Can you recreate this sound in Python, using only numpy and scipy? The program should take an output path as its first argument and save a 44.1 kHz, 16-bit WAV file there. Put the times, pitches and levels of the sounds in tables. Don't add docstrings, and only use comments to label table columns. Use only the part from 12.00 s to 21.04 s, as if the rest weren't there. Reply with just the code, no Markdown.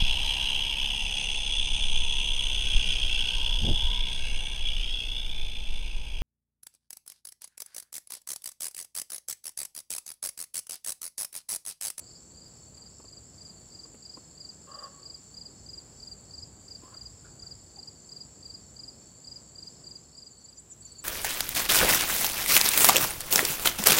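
import sys
import numpy as np
from scipy import signal
from scipy.fft import rfft, irfft, next_fast_len
from scipy.io import wavfile
from scipy.ndimage import map_coordinates

SR = 44100
rng = np.random.default_rng(int(sys.argv[2]) if len(sys.argv) > 2 else 0)


def digitize_waveform(pressure):
    field = np.atleast_2d(pressure).T
    bounded = np.clip(field, -1, 1)
    quanta = np.round(bounded * 32767).astype(np.int16)
    wavfile.write(sys.argv[1], SR, quanta)


N = 398663

# (time mark [s], full strokes [count])
NEAR_CHIRPS = [(0.065, 3), (0.372, 3), (0.773, 3), (1.081, 3), (1.407, 3), (1.748, 3), (2.052, 3),
               (2.404, 3), (2.744, 3), (3.056, 3), (3.369, 3), (3.689, 3), (4.028, 3), (4.336, 3),
               (4.708, 2), (4.969, 3), (5.423, 3), (5.787, 3), (6.119, 3), (6.455, 3), (6.792, 3),
               (7.272, 3), (7.583, 3), (7.868, 3), (8.178, 3), (8.484, 3)]
SLOW_STROKE_PITCH = [4808, 4832, 4881, 4802, 4610, 4020]
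QUICK_STROKE_PITCH = [5200, 4880, 4680, 4670, 4480, 4000]
OPENING_STROKE_PITCH = [5060, 4800, 4700, 4680, 4540, 4450]
STROKE_SIZES_S, STROKE_SCATTER_S = [.0158, .014, .0167], .002
STROKE_GAP_S, LEAD_S = .0437, .0295
NEAR_DB, NEAR_RISE_DB, NEAR_RISE_S = -38.8, 12.5, 2.47

# (time [s], length before the pitch arch [s], level [dB], swell through the call [dB],
# throat pitch [factor], resonance width [factor])
RAVEN_CALLS = [(2.664, 0.23, -50, 5.5, 0.98, 0.84), (4.816, .15, -59.5, 2, 0.92, 2),
               (4.919, 0.042, -62.5, 4, 1.18, 2.7), (5.242, 0.048, -61.5, -10, 1.26, 3),
               (5.428, .04, -70, -0.5, 1.22, 2), (5.764, 0.028, -61, -4, 0.69, 2)]
# (pitch [Hz], width [Hz], level [dB])
THROAT_RESONANCES = [(550, 72, -6.5), (800, 53, -13.5), (1085, 58, 3), (1234, 190, -7.5),
                     (1566, 130, -14.5), (1850, 150, -25), (2760, 250, -25), (3480, 400, -33)]

# (first note [s], period [s], base pitch [Hz], note length [s], relative level [dB])
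TINKLING_CRICKETS = [(8.160, .1075, 8050, .025, -50.5), (8.167, .1358, 7350, 0.028, -46.5),
                     (8.24, .158, 6060, .032, -61.5)]
TINKLE_ARCH = [(0, 0.92), (.2, 0.96), (.4, 0.99), (.6, 0.99), (.8, .95), (1, 0.85)]

GROUP_TIMES = [8.28, 8.82]
# (lag [s], pitch [factor], level of the first stroke [dB])
GROUP_SINGERS = [(0, .96, -53), (.036, 0.96, -57), (.02, 0.98, -60)]
# (pitch [Hz], level [dB])
FIELD_COLOUR = [(3600, -60), (4100, -8), (4350, 1.5), (4520, 3.5), (4800, 0), (5000, -22), (5500, -31)]
FIELD_DB = -64.5

# (average strokes per second [1/s], middle pitch [Hz], relative level [dB])
TRILLING_CRICKETS = [(69.3, 7600, -1.5), (98.5, 7600, -11), (64.2, 7150, -7), (32.43, 7650, -6),
                     (84.4, 7400, -2.5), (55.6, 7200, -2.5)]
# (pitch [Hz], level [dB])
TRILL_COLOUR = [(5500, -36), (6400, -15.5), (6750, -11), (7000, -4), (7280, 1), (7550, -1), (7800, -2),
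                (8000, -13.5), (8200, -9.5), (8450, -22), (9500, -47)]
TRILL_DB = -55

# (time mark [s], relative thud level [dB], relative snap level [dB])
KNOCK_LIST = [(0.774, -60, -64), (0.999, -47.5, -66), (1.045, -50, -67), (1.854, -50, -70),
              (1.944, -50, -62.5), (2.172, -42.5, -70), (4.835, -46, -66)]
# (pitch [Hz], level [dB])
THUD_COLOUR = [(100, -12), (250, 6.5), (450, 0.5), (750, -7), (1150, -4), (1700, -23), (4000, -48)]
# (pitch [Hz], level [dB])
SNAP_COLOUR = [(1000, 3), (2800, 11), (5000, -19), (11000, 3), (15000, -14)]
KNOCK_T60_S = .043

# (pitch [Hz], level [dB])
TICK_COLOUR = [(2000, -8), (5000, -2), (11000, 0), (15000, -6)]
TICKS_PER_S, TICK_DB, TICK_SCATTER_DB, TICK_T60_S = 3, -66, 3, .03

# (pitch [Hz], level [dB])
BUFFET_COLOUR = [(18, -33), (30, -22), (40, -8), (58, 1), (80, 0), (102, 0.5), (140, -5), (230, -30)]
# (pitch [Hz], level [dB])
RUSH_COLOUR = [(50, -30), (100, -8.5), (140, 2), (200, 0.5), (300, -3), (500, -7), (800, -12.5),
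               (1200, -17.5), (2000, -24.5), (4000, -38.5)]
# (pitch [Hz], level [dB])
HISS_COLOUR = [(500, -6.5), (1500, -0.5), (2000, -2), (3100, -0.5), (6000, 3), (9000, -2), (10500, -3.5),
               (12500, -11.5), (14300, -7.5), (15800, -13.5)]
BUFFET_DB, RUSH_DB, HISS_DB = -62.5, -58.7, -67
# (start [s], hold [s], strength [dB])
GUST_LIST = [(-.4, 1.24, 3), (3.1, 1.68, 6.8), (5.65, .5, 2.5)]
GUST_ATTACK_S, GUST_RELEASE_S = .71, .3
RUSH_FOLLOWS = .12

DISSOLVE_START_S, DISSOLVE_S = 7.91, .89
TOP_HZ = 15800


def amp(db):
    return 10 ** (np.asarray(db) / 20)


def unit(x):
    return x / np.sqrt(np.mean(x ** 2) + 1e-20)


def wobble(rate):
    points = rng.standard_normal(int(N * rate / SR) + 4)
    return map_coordinates(points, [np.arange(N) * rate / SR])


def ramp(start, length):
    return np.clip((np.arange(N) / SR - start) / length, 0, 1)


def progress(length):
    return np.linspace(0, 1, max(int(length * SR), 8))


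def sweep(hz):
    return 2 * np.pi * np.cumsum(hz) / SR


def filtered(x, response):
    m = next_fast_len(len(x) + SR // 4)
    return irfft(rfft(x, m) * response(np.fft.rfftfreq(m, 1 / SR)), m)[:len(x)]


def noise(spectrum, size=N):
    f, db = np.transpose(spectrum)

    def colour(hz):
        return amp(np.interp(np.log(hz + 1), np.log(f), db, left=-120, right=-120))

    return unit(filtered(rng.standard_normal(size), colour))


def add(track, s, sound):
    i = round(s * SR)
    if 0 <= i < N:
        track[i:i + len(sound)] += sound[:N - i]


def woods(x, wet_db, t60):
    t = np.arange(SR) / SR
    tail = rng.standard_normal(SR) * amp(-60 * t / t60) * (1 - np.exp(-t / .0027))
    return x + amp(wet_db) * signal.fftconvolve(x, tail / np.linalg.norm(tail))[:N]


def near_cricket():
    chirps = np.zeros(N)
    for s, strokes in NEAR_CHIRPS:
        opening = wing_stroke(.0099, OPENING_STROKE_PITCH, overtone_db=-37)
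        add(chirps, s - LEAD_S, amp(-5.0) * opening)
        for k, usual in enumerate(STROKE_SIZES_S[:round(strokes)]):
            size = usual + STROKE_SCATTER_S * rng.normal()
            slow = np.clip((size - .008) / .008, 0, 1)
            pitches = slow * np.array(SLOW_STROKE_PITCH) + (1 - slow) * np.array(QUICK_STROKE_PITCH)
            stroke = wing_stroke(size, pitches, overtone_db=-37)
            add(chirps, s + k * STROKE_GAP_S - .003, amp(.5 * (k - .5)) * stroke)
    level_db = NEAR_DB - NEAR_RISE_DB * (1 - ramp(0, NEAR_RISE_S))
    return woods(amp(level_db) * chirps, wet_db=-13, t60=.25)


def wing_stroke(size, pitches, overtone_db):
    u = progress(size * 1.4)
    tuning = 1 + rng.normal(0, .0062)
    phase = sweep(np.interp(u, np.linspace(0, 1, len(pitches)), pitches) * tuning)
    pressure = np.interp(u, [0, .12, .33, .57, .78, .88, 1], [0, .55, 1, 1, .62, .22, 0])
    teeth = 1 + .08 * map_coordinates(rng.standard_normal(12), [u * 11])
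    return pressure * teeth * (np.sin(phase) + amp(overtone_db) * np.sin(3 * phase))


def raven():
    calls = np.zeros(N)
    for s, length, db, swell_db, throat, breadth in RAVEN_CALLS:
        u = progress(length)
        unevenness = 1 + .12 * map_coordinates(rng.standard_normal(12), [u * 11])
        turns = np.cumsum(54 * unevenness) / SR + .6
        pulses = np.diff(np.floor(turns), prepend=0)
        air = (np.exp(-(turns % 1) / .66) + .5) * rng.standard_normal(len(u))
        swell = amp(swell_db * u) * signal.windows.tukey(len(u), .12)
        flow = np.pad((unit(pulses) + 2 * unit(air)) * swell, (0, 600))

        def resonances(f):
            total = 0
            for k, (centre, width, level_db) in enumerate(THROAT_RESONANCES):
                damping = 1j * f * width * breadth
                peak = damping / ((centre * throat) ** 2 - f * f + damping)
                total = total + (-1) ** k * amp(level_db) * peak
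            return total

        arch = .98 + .075 * np.sin(np.pi * np.linspace(0, 1, len(flow)))
        call = map_coordinates(filtered(flow, resonances), [np.cumsum(arch)])
        add(calls, s, amp(db) * unit(call))
    return woods(calls, wet_db=-7.5, t60=.85)


def tinklers():
    notes = np.zeros(N)
    for first, period, hz, length, db in TINKLING_CRICKETS:
        u = progress(length)
        pressure = np.interp(u, [0, .12, .36, .62, .85, 1], [0, .4, 1, .8, .3, 0])
        pitch = hz * np.interp(u, *np.transpose(TINKLE_ARCH))
        note = pressure * np.sin(sweep(pitch))
        for s in np.arange(first, N / SR, period):
            add(notes, s, amp(db + 7) * note)
    return woods(notes, wet_db=-21.5, t60=.22)


def far_crickets():
    shrub = far_cricket(beat(first_s=-.04, period_s=.435, hurry_s=.0012, count=20),
                        pitch_hz=5166, rate=26, length=.02, glide=.026, warm_up=.01, count=6)
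    tree = far_cricket(beat(first_s=.085, period_s=.3846, hurry_s=.0006, count=23),
                       pitch_hz=5415, rate=45, length=.014, glide=.01, warm_up=.013, count=8)
    crown = far_cricket(beat(first_s=.165, period_s=.3915, hurry_s=.0036, count=24),
                        pitch_hz=6190, rate=50, length=.015, glide=.022, warm_up=.035, count=8)
    return (amp(-61) * woods(shrub, wet_db=-3.5, t60=.3)
            + amp(-64.5) * woods(tree, wet_db=-1, t60=.43)
            + amp(-65.5) * woods(crown, wet_db=-1.5, t60=.4))


def far_cricket(starts, pitch_hz, rate, length, glide, warm_up, count):
    chirps, u = np.zeros(N), progress(length)
    for s in starts:
        effort_db = rng.normal(0, .62)
        for k in range(count):
            lag = np.exp(-k / 1.6)
            hz = pitch_hz * (1 - warm_up * lag + glide * (u - .5) + rng.normal(0, .0055))
            start = s + k / rate + rng.normal(0, .002)
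            level_db = effort_db - 2.8 * lag + rng.normal(0, 1.6)
            add(chirps, start, amp(level_db) * np.sin(np.pi * u) * np.sin(sweep(hz)))
    return chirps


def beat(first_s, period_s, hurry_s, count):
    k = np.arange(count)
    return first_s + period_s * k - hurry_s * k ** 2 / 2 + rng.normal(0, .008, count)


def cricket_group():
    chirps = np.zeros(N)
    for s in GROUP_TIMES:
        for lag, pitch, db in GROUP_SINGERS:
            for k in range(4):
                stroke = wing_stroke(.0132, pitch * np.array(QUICK_STROKE_PITCH), overtone_db=-40)
                add(chirps, s + lag + k * STROKE_GAP_S, amp(db + 1.3 * k) * stroke)
    return woods(chirps, wet_db=-1.5, t60=.3)


def field_crickets():
    crowd = np.zeros(N)
    for s in np.arange(0, N / SR, 1 / 7):
        start = s + rng.uniform(-.07, .07)
        pitches = np.array(SLOW_STROKE_PITCH) * rng.uniform(.92, .98)
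        for k in range(4):
            add(crowd, start + k * .043, wing_stroke(.016, pitches, overtone_db=-40))
    blurred = unit(woods(crowd, wet_db=-1.0, t60=.3))
    return amp(FIELD_DB) * unit(blurred + amp(-3) * noise(FIELD_COLOUR))


def trills(level_db):
    voices = np.zeros(N)
    for rate, hz, db in TRILLING_CRICKETS:
        turns = np.cumsum(rate * (1 + .012 * wobble(4))) / SR + rng.random()
        u = turns % 1
        stroke = np.exp(-((u - .5) / .18) ** 2)
        pitch = hz * (1 - .091 * (u - .5) + .022 * wobble(900))
        voices += amp(db + 1.8 * wobble(40)) * stroke * np.sin(sweep(pitch))
    return amp(level_db) * unit(amp(-.5) * unit(voices) + noise(TRILL_COLOUR))


def knocks():
    out, t = np.zeros(N), np.arange(SR // 8) / SR
    blow = (1 - np.exp(-t / .0029)) * amp(-60 * t / KNOCK_T60_S)
    for s, thud_db, snap_db in KNOCK_LIST:
        thud = amp(thud_db + 5.5) * noise(THUD_COLOUR, size=len(t))
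        snap = amp(snap_db + 9.0) * noise(SNAP_COLOUR, size=len(t))
        add(out, s - .002, blow * (thud + snap))
    return out


def leaf_ticks():
    out, t = np.zeros(N), np.arange(SR // 16) / SR
    for s in rng.uniform(0, N / SR, round(TICKS_PER_S * N / SR)):
        level_db = TICK_DB + TICK_SCATTER_DB * rng.normal() - 60 * t / TICK_T60_S
        add(out, s, amp(level_db) * noise(TICK_COLOUR, size=len(t)))
    return out


def wind(buffet_db, rush_db, hiss_db):
    buffet = amp(buffet_db + .7 * wobble(8.3)) * noise(BUFFET_COLOUR)
    rush = amp(rush_db + .69 * wobble(7)) * noise(RUSH_COLOUR)
    hiss = amp(hiss_db + .56 * wobble(6)) * noise(HISS_COLOUR)
    return buffet + rush + hiss


def gusts():
    total_db = np.zeros(N)
    for s, hold, db in GUST_LIST:
        release_s = s + GUST_ATTACK_S + hold
        total_db += db * (ramp(s, GUST_ATTACK_S) - ramp(release_s, GUST_RELEASE_S))
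    return total_db


def first_spot():
    insects = near_cricket() + field_crickets() + far_crickets() + trills(TRILL_DB)
    gust_db = gusts()
    air = wind(BUFFET_DB + gust_db, RUSH_DB + RUSH_FOLLOWS * gust_db, HISS_DB)
    return insects + raven() + knocks() + air + leaf_ticks()


def second_spot():
    insects = tinklers() + cricket_group() + trills(level_db=-57.5)
    return insects + wind(buffet_db=-62.0, rush_db=-60.5, hiss_db=-65.5)


def scene():
    mix = ramp(DISSOLVE_START_S, DISSOLVE_S)
    return ((1 - mix) * first_spot() + mix * second_spot())[None]


def record(dry):
    return np.array([filtered(x, lambda hz: hz < TOP_HZ) for x in dry])


dry = scene()
out = record(dry)
digitize_waveform(out)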